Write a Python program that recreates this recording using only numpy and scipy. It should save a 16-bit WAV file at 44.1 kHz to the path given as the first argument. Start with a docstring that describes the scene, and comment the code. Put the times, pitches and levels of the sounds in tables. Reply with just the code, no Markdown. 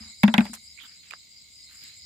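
"""A garden at night: crickets of several kinds, wings rung by strokes, chirp and trill all through over
hiss and a faint low rumble. Feet scuff the soil at the start, under very faint low booms. Then a snail
shell drops into a plastic bucket and bounces: noise rings the wall in clacks and the air inside booms
as swelling, dying sines. Further scuffs of feet and shells follow to the end, with small ticks of
shells and twigs, dying puffs of noise, among them."""
import sys
import numpy as np
from scipy import signal
from scipy.fft import rfft, irfft
from scipy.io import wavfile
from scipy.ndimage import uniform_filter1d

SR = 44100
rng = np.random.default_rng(int(sys.argv[2]) if len(sys.argv) > 2 else 0)


def volts_from_db(level):
    """Convert decibel levels to linear amplitude ratios."""
    exponent = np.asarray(level, float) / 20
    return 10 ** exponent


def transcribe(u):
    """Save the signal u as a 16-bit wav file named by the first command-line argument.

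    u: samples, shape (n,) or (channels, n), limited to [-1, 1]; the rate is SR.
    q: integer samples, one column per channel.
    """
    v = np.clip(np.atleast_2d(u).T, -1, 1)
    q = np.round(v * 32767).astype(np.int16)
    wavfile.write(sys.argv[1], SR, q)


N = 90404  # length in samples

# In every table pan is left over right.
# Shell meets bucket wall: t/s, wall level/dB, crack level/dB, shell ring f/Hz, shell level/dB,
# chatter decay/s, pan/dB
BOUNCES = [(.2328, -15, -23.5, 1840, -14.5, 0.0066, -2.5), (.2375, -17.5, -27, 900, -19, 0.0039, -2.5),
           (.2785, -16, -45, 2000, -31.5, 0.0033, -3), (.3397, -10.5, -22.5, 2980, -15.5, 0.003, -2),
           (.3802, -11, -27.5, 2220, -7, 0.0022, -4.5), (.4064, -21.5, -42, 1670, -18.5, 0.002, 1.5),
           (.4532, -32.5, -37, 900, -32, 0.0016, -2.5), (0.464, -37, -53.5, 2100, -42, 0.0023, -8)]
# Crowded wall modes by band: f/Hz, level/dB relative to the blow, t60/s
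WALL_MODES = [(400, -21.5, 0.24), (657.5, -4, 0.1), (900, 1, .09), (1250, -6, 0.099), (1600, -3, 0.094),
              (2100, 0.5, 0.078), (2454, -2, 0.057), (3300, -2, 0.055), (4280, -18, 0.019),
              (5800, -25.5, .02), (7500, -21, 0.028), (9300, -17, .012), (12000, -23, .012),
              (14500, -21, .012)]
# Low booms of the air column: t/s, level/dB before a common lift, f/Hz
BOOMS = [(.002, -47, 219), (.05, -55, 217), (0.089, -60, 220), (.2332, -9, 207), (0.2782, -20, 224),
         (0.3375, -24.5, 207), (0.379, -11.5, 217.7), (0.4044, -24.5, 212.3), (.453, -42, 210),
         (0.468, -50.5, 218), (0.492, -40.5, 226.6), (0.521, -48, 216), (.575, -60.5, 220)]
# Small ticks of shells and twigs: t/s, starting level/dB, f/Hz, width/share of f, t60/s, pan/dB
TICKS = [(1.1074, -39.5, 2500, 0.095, 0.026, -12), (1.110, -37.5, 2537, 0.48, 0.0073, -17),
         (1.109, -37.5, 7920, 0.36, .006, 2.5), (1.137, -44, 4500, 1, 0.0057, -4),
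         (1.121, -41.5, 2000, 0.61, 0.014, -11), (1.130, -47, 2200, .3, 0.017, -15),
         (1.136, -29.5, 1600, 0.39, 0.011, -7.5), (1.142, -53.5, 1526, 0.46, 0.07, -4),
         (.533, -30.5, 8500, 0.091, 0.0165, 11), (0.532, -46, 1400, 0.53, 0.14, -4.5),
         (0.538, -36.5, 5700, 0.74, 0.047, -3), (0.549, -41.5, 8100, 0.57, 0.045, 5),
         (1.838, -35, 10850, 0.51, 0.0051, 1), (2.02, -44, 4340, 0.083, 0.027, 0.5)]
# Scuffs of feet and shells: start t/s, length/s, level/dB, centre f/Hz, width/octaves, pan/dB
SCUFFS = [(-.02, 0.16, -57, 1600, 1.95, -4.5), (0.433, 0.084, -50, 1210, 3.6, -5),
          (0.528, 0.053, -55.5, 1600, 2.5, 5), (0.621, .07, -66, 9030, 0.67, 7),
          (.772, 0.05, -51, 2260, 0.24, -12.5), (0.791, 0.097, -49, 3300, 0.32, -6.5),
          (0.777, 0.14, -60.5, 1896, 1.44, -7), (0.811, 0.079, -60.5, 13240, 0.45, 2),
          (0.833, 0.042, -57, 1450, 0.95, -8), (0.829, 0.045, -65, 230, 0.52, 1),
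          (0.87, 0.13, -64.5, 2190, .9, -13), (1.025, 0.12, -60, 2580, 1.15, -10),
          (1.68, 0.17, -60.5, 2000, 1.15, -6.5), (1.803, 0.18, -56.5, 2547, 1.16, -7),
          (1.68, 0.39, -65, 11000, 1.02, 0.7), (1.803, .14, -65, 140, 1.47, 2.5)]
# Cricket choirs: low f/Hz, high f/Hz, level/dB, nominal chirp depth/dB, pan/dB,
# nominal wing pulses/per s, wing ring t60/cycles
CHOIRS = [(2037, 2280, -66, -1, -12, 95, 30), (3805, 4400, -57.5, 6, -3, 72, 200),
          (4694, 5160, -53.5, 9, 2.5, 110, 220), (6690, 7250, -59.5, 0, 5, 112, 170),
          (7270, 7850, -61, 15, 0.5, 46, 150)]
# Chirping of each choir, in the same order: chirps/per s, t/s of one chirp peak
CHIRPS = [(4.5, .9), (4.52, .78), (4.42, .918), (4.5, .8), (9.05, .874)]
# Shared gain of all choirs as the listener turns: t/s, level/dB
CHOIR_GAIN = [(0, 2), (.12, 5), (.17, 0.5), (.4, 0.9), (.8, -1.5), (1.1, -2.5), (1.45, -3), (1.6, -1.5),
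              (1.85, 2.5), (2.05, 1)]
# Colour of the night hiss: f/Hz, relative level/dB
HISS_COLOUR = [(30, -23), (55, -10.5), (100, -8.5), (214, -9), (410, -22.5), (1730, -28.5), (2300, -17),
               (3140, -13), (4500, -11), (5300, -20), (5600, -19.5), (6300, -15.5), (8300, -13),
               (9500, -18), (11900, -28), (15500, -21), (16600, -30)]
# Treble of the hiss, used relative to its mean: t/s, level/dB
HISS_TREBLE = [(0.0, -66), (0.12, -67.5), (0.3, -68), (0.4, -60), (0.47, -62.5), (0.64, -68.5),
               (1.21, -75.5), (1.4, -77), (1.53, -70), (1.83, -68), (1.96, -74.5), (2.05, -73)]
# Low rumble: t/s, level/dB before a small trim
RUMBLE_LEVEL = [(0, -55.5), (.12, -71), (.2, -68), (.4, -56.5), (.6, -68.5), (1.0, -77), (1.5, -76),
                (1.85, -77), (2.05, -65.5)]


def rms_one(x):
    """Scale to rms 1."""
    return x / np.sqrt(np.mean(x ** 2) + 1e-20)


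def curve(rows):
    """Join (t/s, value) rows by straight lines."""
    return np.interp(np.arange(N) / SR, *np.transpose(rows))


def ring(clicks, hz, t60):
    """A resonator: a unit click sets a dying sine of height about 1 ringing."""
    r, w = volts_from_db(-60 / (t60 * SR)), 2 * np.pi * hz / SR
    return signal.lfilter([0, np.sin(w)], [1, -2 * r * np.cos(w), r * r], clicks + 1e-18)


def band(x, low, high):
    """Band-pass between two frequencies in Hz."""
    return signal.sosfilt(signal.butter(2, [low, high], "band", fs=SR, output="sos"), x)


def grains(per_s, spread_db, shape):
    """Random clicks of uneven size and sign."""
    size_db = spread_db * np.minimum(rng.exponential(1, shape), 4)
    sizes = volts_from_db(size_db) * rng.choice([-1, 1], shape)
    return sizes * (rng.random(shape) < per_s / SR)


def stereo(pair, alike, pan_db):
    """Mix a shared and an opposed signal to left and right, then pan."""
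    shared = np.sqrt(1 + alike) * pair[0]
    opposed = np.sqrt(1 - alike) * pair[1] * [[1], [-1]]
    return (shared + opposed) * volts_from_db(np.array([[pan_db / 2], [-pan_db / 2]]))


def clacks():
    """Each bounce cracks and chatters: the shell rings briefly, the wall's modes die band by band."""
    crack_decay_s, shell_width = 0.00087, 0.18  # width as share of pitch
    tail_db, alike = -9, 0.24  # the wall's ringing tail against the chatter; likeness of the sides
    out, u = np.zeros((2, N)), np.arange(int(.2 * SR)) / SR
    for s, wall_db, crack_db, shell_hz, shell_db, chatter_s, pan_db in BOUNCES:
        start = int(s * SR)
        here = out[:, start:start + len(u)]  # a view: adding here adds to out
        chatter = rms_one(grains(5400, 1.7, (2, len(u)))) * np.exp(-u / chatter_s)
        noises = rng.standard_normal((2, 2, len(u)))

        crack = band(noises[0] * np.exp(-u / crack_decay_s), 900, 15000)
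        here += volts_from_db(crack_db) * stereo(crack, alike, 3.5)

        shell = band(chatter, shell_hz * (1 - shell_width), shell_hz * (1 + shell_width))
        shell = shell * np.sqrt(SR / shell_hz / 4)  # makes up for the narrower band at low pitch
        here += volts_from_db(shell_db) * stereo(shell, alike, pan_db)

        for k, (hz, band_db, t60) in enumerate(WALL_MODES):
            tail = volts_from_db(tail_db - 60 * u / t60) * noises[k % 2]
            shake = band(chatter + tail, hz / 1.138, hz * 1.111) * np.sqrt(SR / hz / 4)
            level_db = wall_db + band_db
            if hz > 5000:  # a blow with a weak crack leaves the wall's treble quiet
                level_db += 0.5 * (crack_db - wall_db + 10.5)
            lean_db = 4.5 * abs(np.log2(hz / 2200))  # leans left per octave away from 2200 Hz
            here += volts_from_db(level_db) * stereo(shake, alike, pan_db + lean_db)
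    return out


def boom():
    """Low booms, each swelling and ringing as a dying sine, and fading quickly when the next begins."""
    t60, delay_s, swell_s, quick_fade_s = 0.13, 0.0038, 0.0036, 0.0033
    lift_db, pan_db = 9, 3
    t, out = np.arange(N) / SR, np.zeros(N)
    next_starts = [row[0] for row in BOOMS[1:]] + [9]  # the last rings on to the end
    for (s, db, hz), end in zip(BOOMS, next_starts):
        u = np.maximum(t - s - delay_s, 0)
        swell = 1 - np.exp(-u / swell_s)
        quick_fade = np.exp(-np.maximum(t - end - delay_s, 0) / quick_fade_s)
        out -= volts_from_db(db + lift_db - 60 * u / t60) * swell * quick_fade * np.sin(2 * np.pi * hz * u)
    return out * volts_from_db([[pan_db / 2], [-pan_db / 2]])


def ticks():
    """Small ticks of shells and twigs: each is a dying puff of noise round one pitch."""
    out, u = np.zeros((2, N + SR)), np.arange(SR // 20) / SR
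    for s, db, hz, width, t60, pan_db in TICKS:
        puff = band(rng.standard_normal((2, len(u))), hz * (1 - min(width, .9)), hz * (1 + width))
        envelope = volts_from_db(db - 60 * u / t60) * (1 - np.exp(-u / 0.00029))
        start = int(s * SR)
        out[:, start:start + len(u)] += envelope * stereo(rms_one(puff), 0.21, pan_db)
    return out[:, :N]


def scuffs():
    """Friction as dense, clumped grit under a stroke that rises fast and fades."""
    attack_share, fade_share, fade_power = 0.11, .6, .8  # shares of the stroke's length
    clump_db, grains_per_s = 1.5, 2700
    t, out = np.arange(N) / SR, 0
    for s, length, db, hz, octaves, pan_db in SCUFFS:
        u = (t - s) / length
        fade = np.clip((1 - u) / fade_share, 0, 1) ** fade_power
        stroke = np.clip(u / attack_share, 0, 1) * fade
        clumps = uniform_filter1d(rng.standard_normal(N), size=300) * np.sqrt(300)
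        grit = volts_from_db(clump_db * clumps) * grains(grains_per_s, 1.98, (2, N))
        grit = band(grit, hz * 2 ** (-octaves / 2), hz * 2 ** (octaves / 2))
        out = out + volts_from_db(db) * stroke * stereo(rms_one(grit) / np.sqrt(2), 0.33, pan_db)
    return out


def crickets():
    """Each choir is five wings a little apart in pitch, rung by uneven pulses, sharing one chirp swell."""
    strokes_per_s, stroke_spread_db, pulse_depth, alike = 900, 2, .6, 0.15
    t, out = np.arange(N) / SR, 0
    for choir, (chirps_per_s, peak_s) in zip(CHOIRS, CHIRPS):
        low, high, db, depth_db, pan_db, pulses_per_s, cycles = choir
        wings = 0
        for hz in np.linspace(low, high, num=5):
            turns = pulses_per_s * t * rng.uniform(0.96, 1.05) + rng.random()
            pulses = 1 + pulse_depth * np.cos(2 * np.pi * turns)
            strokes = pulses ** 2 * grains(strokes_per_s, stroke_spread_db, (2, N))
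            wings = wings + ring(strokes, hz, cycles / hz)
        for _ in range(2):  # twice for steep edges
            wings = band(wings, low * 0.969, high * 1.03)
        swell = np.tanh(1.5 * np.cos(2 * np.pi * chirps_per_s * (t - peak_s))) / 2
        out = out + volts_from_db(db + depth_db * swell) * stereo(rms_one(wings) / np.sqrt(2), alike, pan_db)
    return out * volts_from_db(curve(CHOIR_GAIN))


def night_hiss():
    """Smooth coloured noise whose treble comes and goes."""
    hz, db = np.transpose(HISS_COLOUR)
    colour = volts_from_db(np.interp(np.log(np.fft.rfftfreq(N, 1 / SR) + 1), np.log(hz), db))
    hiss = rms_one(irfft(rfft(rng.standard_normal((2, N))) * colour, N))
    treble_db = curve(HISS_TREBLE)
    hiss = hiss + band(hiss, 6800, 14000) * (volts_from_db(treble_db - treble_db.mean()) - 1)
    return volts_from_db(-62.5) * stereo(hiss, 0.37, 0.59)


def rumble():
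    """A far low rumble: noise in a narrow band round 73 Hz, the same on both sides but for the pan."""
    low = rms_one(band(rng.standard_normal((2, N)), 73 - 16, 73 + 16))
    return volts_from_db(curve(RUMBLE_LEVEL) - 0.5) * stereo(low, 1.0, 2.5)


def scene():
    """Bucket, ticks and scuffs over crickets and night air."""
    return clacks() + boom() + ticks() + scuffs() + crickets() + night_hiss() + rumble()


def low_pass(x):
    """Removes everything above the highest recorded frequency."""
    return signal.sosfilt(signal.butter(12, 16610, fs=SR, output="sos"), x)


def record(dry):
    """Round the peaks softly, then cut the top of the spectrum."""
    ceiling = 1.6
    rounded = ceiling * np.tanh(dry / ceiling)
    top_cut = signal.cheby2(10, 60, 16700, fs=SR, output="sos")  # 60 dB down from 16700 Hz
    mix = signal.sosfilt(top_cut, rounded)
    return low_pass(mix)


dry = scene()
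out = record(dry)
transcribe(out)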